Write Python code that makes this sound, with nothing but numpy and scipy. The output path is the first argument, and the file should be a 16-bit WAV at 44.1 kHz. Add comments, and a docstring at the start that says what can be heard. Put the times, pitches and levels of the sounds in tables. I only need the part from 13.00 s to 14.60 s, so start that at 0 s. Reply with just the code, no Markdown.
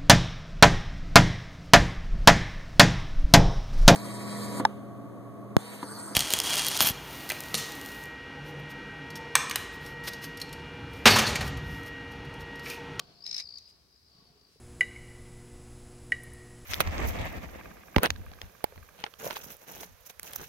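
"""A cricket trills near 5 kHz in grassland at night and swells once to full voice.
Each stroke of its wings makes a short falling note. Dry grass crackles and snaps close by during
the swell, its stalks ringing briefly, and leaves swish twice. Soft knocks, a hollow shuffling and
faint hums sound nearby. Behind it all, far insects blur into a thin band over a low rumble."""
import sys
import numpy as np
from scipy import signal
from scipy.fft import rfft, irfft
from scipy.io import wavfile
from scipy.ndimage import uniform_filter1d

SR = 44100
rng = np.random.default_rng(int(sys.argv[2]) if len(sys.argv) > 2 else 0)


def put_to_file(sound):
    """Save the sound as 16-bit audio at rate SR, in the file named by the first command-line argument."""
    columns = np.atleast_2d(sound).T  # one column per channel
    safe = np.clip(columns, -1, 1)
    whole_steps = np.round(safe * 32767)
    wavfile.write(sys.argv[1], SR, whole_steps.astype(np.int16))


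N = 70560
T = np.arange(N) / SR  # time of each sample [s]
HZ = np.fft.rfftfreq(N, 1 / SR)  # the frequencies of a spectrum [Hz]


def cricket():
    """Each wing stroke makes a short falling note; the grass scatters a brief echo."""
    # borders between runs of evenly spaced strokes: (time [s])
    runs = [.007, .1905, .366, .424, .693, .944, 1.378, 1.488, 1.598]
    # course of the trill: (time [s], level [dB], middle pitch [Hz], fall within a stroke [Hz])
    trill = [(0, -57, 4570, 350), (.17, -60, 4420, 400), (.207, -48.5, 4730, 450), (.225, -41.5, 4950, 650),
             (.243, -34.5, 5186, 397), (.278, -30.5, 5190, 248), (.313, -30, 5227, 323),
             (.383, -28, 5250, 390), (.405, -34.5, 5000, 500), (.44, -37.5, 5090, 500),
             (.457, -39, 4780, 660), (.51, -39, 4830, 710), (.576, -36.5, 4766, 680),
             (.593, -55, 4880, 300), (.675, -49, 4970, 300), (.71, -49, 4970, 352), (.735, -61, 4960, 400),
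             (.87, -86, 4770, 400), (.925, -61, 5010, 400), (.948, -55, 5010, 400), (1.015, -66, 4930, 400),
             (1.06, -57.5, 5170, 448), (1.11, -61.5, 4750, 350), (1.19, -57, 4610, 400),
             (1.235, -67, 4740, 400), (1.275, -57, 4600, 400), (1.34, -69, 4690, 400),
             (1.396, -59.5, 4700, 397), (1.46, -56, 4690, 400), (1.52, -74, 4700, 400)]
    strokes_per_s, stroke_s = 58, .0098
    jitter_hz, jitter_db, rasp_depth = 21, 1.1, 0.082
    right_db, echo_db, echo_fade_s = -9.5, -11.5, 0.056
    progress = np.arange(0, stroke_s, 1 / SR) / stroke_s  # 0 to 1 through one stroke
    swell = arch(np.interp(progress, [0, 0.52, 1], [0, .5, 1])) ** 0.91  # loudest near the middle
    glide = np.tanh((0.428 - progress) / 0.25)  # the pitch drops fastest a little before that
    times = np.concatenate([np.linspace(start, end, round((end - start) * strokes_per_s), endpoint=False)
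                            for start, end in zip(runs, runs[1:])])
    song = np.zeros(N)
    for time, (detune, accent) in zip(times, rng.standard_normal((len(times), 2))):
        db, hz, fall = curve(trill, time)
        note = tone(hz + jitter_hz * detune + fall / 2 * glide)
        rasp = 1 + rasp_depth * wobble(2048, smooth=30)[:len(note)]
        add(song, time - stroke_s / 2, amp(db + jitter_db * accent) * swell * rasp * note)
    scatter = rng.standard_normal((2, N)) * amp(-60 * T / echo_fade_s)
    echoes = signal.fftconvolve(song[None], scatter, axes=1)[:, :N]
    echo = amp(echo_db) * song.std() * np.array([unit(side) for side in echoes])
    return song * amp([[0], [right_db]]) + echo


def grass():
    """Dry stalks snap in quick bursts of noise over a bed of tiny cracks."""
    # snaps: (time [s], level [dB], time to fade by 60 dB [s], woody body [dB], crisp top [dB])
    snaps = [(.2524, -47, .012, 9, -6), (0.2638, -25, 0.018, -9, 0), (.274, -44, 0.038, -2, -4),
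             (0.3126, -22, 0.014, -17, -15), (.328, -31.5, 0.019, -4.5, -6), (0.3435, -26.5, 0.026, -4, -3),
             (.364, -32.5, 0.023, 1, 5), (.379, -28, 0.019, -7, 4), (.3874, -49, 0.023, 14, 0),
             (.398, -33.5, 0.021, 6.5, 3), (0.5833, -36.5, 0.024, -30, 3.5), (.699, -58, 0.038, -5, 6),
             (1.412, -51, .012, -8, 0)]
    # crackling between the snaps: (time [s], level [dB])
    crackle = [(.245, -76), (.268, -47.5), (.30, -51.5), (.335, -48.5), (.36, -45.5), (.385, -40.5),
               (.408, -38.5), (.42, -51.5), (.45, -67.5), (.58, -63), (.66, -68.5), (.8, -83)]
    # tone colour of the grass: (frequency [Hz], left [dB], right [dB])
    grass_colour = [(200, -39, -35), (1155, -24.5, -23.5), (1970, -10.5, -18), (2354, -4.5, -5),
                    (3250, -21.5, -13.5), (4050, -0.5, 4.5), (4330, -2, 2), (5280, 4, -6.5), (6200, -5, -6),
                    (6370, -11.5, -28), (7600, -17.5, -25.5), (9600, -28, -23.5), (10760, -17.5, -26),
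                    (12340, -32, -34), (13700, -30.5, -29), (16200, -25.5, -41)]
    cracks_per_s, spread_db = 6500, 0.5
    body_hz, top_hz, rise_s = 3200, 7500, 0.00071
    sizes = amp(spread_db * np.minimum(rng.exponential(1, N), 4))
    cracking = rng.random(N) < cracks_per_s / SR
    cracks = unit(sizes * cracking * rng.standard_normal((2, N))) * amp(curve(crackle, T))
    lowpass, highpass = signal.butter(2, body_hz, fs=SR), signal.butter(2, top_hz, "high", fs=SR)
    t = T[:4096]
    for time, db, fade_s, body_db, top_db in snaps:
        noise = rng.standard_normal((2, len(t)))
        body, top = signal.filtfilt(*lowpass, noise), signal.filtfilt(*highpass, noise)
        burst = noise + (amp(body_db) - 1) * body + (amp(top_db) - 1) * top
        add(cracks, time, burst * np.minimum(t / rise_s, 1) * amp(db - 60 * t / fade_s))
    return colour(cracks, spectrum(grass_colour)) + stalk_ring(cracks)


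def stalk_ring(cracks):
    """Each crack sets the stalks ringing briefly."""
    # notes of the stalks: (pitch [Hz], level [dB], time to fade by 60 dB [s])
    stalk_notes = [(2040, -16.5, 0.021), (2363, -23, 0.093), (4140, -21, 0.028), (6190, -23, 0.0083)]
    t = T[:4096]
    ring = np.zeros(len(t))
    for hz, db, fade_s in stalk_notes:
        even_energy = np.sqrt(4 * np.log(1000) / fade_s / SR)  # a longer ring gains no extra energy
        ring += even_energy * amp(db - 60 * t / fade_s) * np.sin(2 * np.pi * hz * t)
    return signal.fftconvolve(cracks, ring[None], axes=1)[:, :N]


def leaves():
    """Leaves brush past each other: bright, grainy noise that swells and fades."""
    # swishes: (time [s], length [s], level [dB])
    swishes = [(0.67, 0.051, -65), (1.459, 0.14, -70)]
    # their tone colour: (frequency [Hz], level [dB])
    swish_colour = [(500, -20), (1800, -4), (2700, 3.5), (3800, 3), (5500, 2.5), (7200, -3), (8700, -0.5),
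                    (9600, -7), (11000, -1), (13000, -15), (16000, -17)]
    out = np.zeros((2, N))
    for time, length, db in swishes:
        grains = unit(rng.standard_normal((2, N)) * rng.exponential(1, N))
        out += grains * amp(db) * arch((T - time) / length)
    return colour(out, spectrum(swish_colour))


def knocks():
    """Dull taps: each is one fading note with a noisy thud around it."""
    # taps: (time [s], level [dB], pitch [Hz], time to fade by 60 dB [s])
    taps = [(.002, -61.5, 148, 0.3), (.445, -61, 69, 0.19), (.51, -62, 110, 0.063),
            (1.147, -56.5, 156, .05), (1.185, -58.5, 167.6, 0.077), (1.221, -53.5, 170, 0.049),
            (1.3, -56.5, 154.6, 0.11), (1.352, -61, 411, 0.12), (1.413, -60.5, 410, 0.08),
            (1.488, -64.5, 404, 0.071), (1.557, -54.5, 441, 0.03)]
    rise_s, thud_gain = 0.0034, 0.16
    out, t = np.zeros(N), T[:8192]
    for time, db, hz, fade_s in taps:
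        thud = unit(signal.lfilter(*signal.butter(2, hz, fs=SR), rng.standard_normal(len(t))))
        loudness = np.minimum(t / rise_s, 1) * amp(db - 60 * np.maximum(t - rise_s, 0) / fade_s)
        add(out, time, loudness * (np.sin(2 * np.pi * hz * t) + thud_gain * thud))
    return out


def shuffle():
    """Soft rubbing sounds hollow because a few narrow bands of it ring louder."""
    # strength of the rubbing: (time [s], level [dB])
    rubbing = [(0, -53), (.06, -62), (.11, -59), (.18, -66.5), (.33, -62.5), (.46, -69.5), (.54, -67.5),
               (.62, -72), (.69, -68.5), (.82, -71.5), (1.02, -77), (1.14, -68), (1.2, -65.5),
               (1.26, -67.5), (1.4, -68.5), (1.6, -75)]
    # its tone colour: (frequency [Hz], level [dB])
    rub_colour = [(20, -35), (45, -6.5), (150, 0.5), (260, -8), (550, -10.5), (900, -12.5), (1400, -15.5),
                  (2000, -21.5), (3300, -15), (7000, -30), (16000, -59)]
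    # ringing bands: (frequency [Hz], width [Hz], boost [dB])
    hollow = [(406, 95, 6), (690, 37, 7), (1120.4, 35, 10), (1520, 13, 8.5)]
    peaks = sum(db / (1 + (2 * (HZ - hz) / width) ** 2) for hz, width, db in hollow)
    return colour(wide_noise() * amp(curve(rubbing, T)), spectrum(rub_colour) + peaks)


def hums():
    """Faint hollow tones swell, waver in pitch and fade."""
    # tones: (time [s], length [s], pitch [Hz], level [dB])
    notes = [(0, 0.017, 1134, -52.5), (0, 0.35, 705, -70.5), (1.175, 0.074, 1116, -74),
             (1.253, 0.068, 710, -70.5)]
    waver_hz = 15.4
    out = np.zeros(N)
    for time, length, hz, db in notes:
        pitch = hz + waver_hz * wobble(N, smooth=900)
        out += amp(db) * np.sqrt(arch((T - time) / length)) * tone(pitch)
    return out


def night_air():
    """Low rumble and hiss, in which far insects blur into one slowly swelling band."""
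    # tone colour of the air and insects: (frequency [Hz], left [dB], right [dB])
    air_colour = [(20.4, -28, -14.5), (40, -2, -2.5), (70, 11, 10.5), (124, -1, 0.5), (270, -3.5, -5.5),
                  (610, -12, -14), (1260, -14, -12), (2240, -13.5, -13), (3410, -17.5, -18),
                  (3860, -11, -6), (4870, -1.5, -3), (5000, 1, -26), (5760, -6.5, -11.5),
                  (6400, -16.5, -18.5), (10200, -18.5, -19.5), (17100, -19, -20.5)]
    # swelling of the insects' band: (time [s], boost [dB])
    chorus = [(0, 4), (.6, 13), (.85, 0), (1.0, 2.5), (1.2, 6), (1.35, 0), (1.6, 1)]
    air_db, insect_hz, width_hz = -66.5, 4540, 890
    air = amp(air_db) * colour(wide_noise(), spectrum(air_colour))
    insects = irfft(rfft(air) * np.exp(-((HZ - insect_hz) / width_hz) ** 2), N)
    return air + insects * (amp(curve(chorus, T)) - 1)


def wide_noise():
    """Noise that is alike at both ears in the bass and almost unrelated in the treble."""
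    # how alike the ears are: (frequency [Hz], likeness [0 to 1])
    likeness = [(30, 1), (100, 0.78), (500, 0.58), (1200, 0.099), (3000, 0), (16000, 0.067)]
    same = spectrum(likeness)[0]
    left, other = rfft(rng.standard_normal((2, N)))
    right = same * left + np.sqrt(1 - same ** 2) * other
    return irfft(np.array([left, right]), N)


def amp(db):
    """Turns decibels into a gain to multiply by."""
    return 10 ** (np.asarray(db) / 20)


def unit(x):
    """Scales a sound to an average power of 1."""
    return x / np.sqrt(np.mean(x ** 2) + 1e-20)


def tone(pitch):
    """A sine wave that follows a changing pitch in Hz."""
    return np.sin(2 * np.pi * np.cumsum(pitch) / SR)


def arch(progress):
    """Rises from 0 to 1 and falls back as progress goes from 0 to 1."""
    return abs(np.sin(np.pi * np.clip(progress, 0, 1)))


def wobble(samples, smooth):
    """A random wander: noise averaged over `smooth` samples."""
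    return unit(uniform_filter1d(rng.standard_normal(samples), size=smooth))


def curve(table, at):
    """Reads a table at the given times, joining its rows with straight lines."""
    times, *columns = np.transpose(table)
    return np.array([np.interp(at, times, column) for column in columns])


def spectrum(table):
    """Reads a table at every frequency, giving each octave equal room."""
    hz, *columns = np.transpose(table)
    return np.array([np.interp(np.log(HZ + 1), np.log(hz), column) for column in columns])


def colour(x, db):
    """Makes some frequencies louder and others softer; white noise keeps its power."""
    gain = unit(amp(db))
    log_gain = np.log(np.concatenate([gain, gain[:, -2:0:-1]], axis=1) + 1e-6)
    phase = -signal.hilbert(log_gain).imag[:, :len(HZ)]  # ringing comes after a click, never before
    return irfft(rfft(x) * gain * np.exp(1j * phase), N)


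def add(mix, time, sound):
    """Mixes a sound in at a time in seconds."""
    part = mix[..., max(round(time * SR), 0):][..., :sound.shape[-1]]
    part += sound[..., :part.shape[-1]]


def scene():
    """All the sources together, left and right."""
    return cricket() + grass() + leaves() + night_air() + shuffle() + hums() + knocks()


def record(dry):
    """Cuts away the very highest treble."""
    cutoff_hz = 15900
    lowpass = signal.firwin(511, cutoff_hz, window=("kaiser", 9), fs=SR)
    return signal.oaconvolve(dry, lowpass[None], "same")


dry = scene()
out = record(dry)
put_to_file(out)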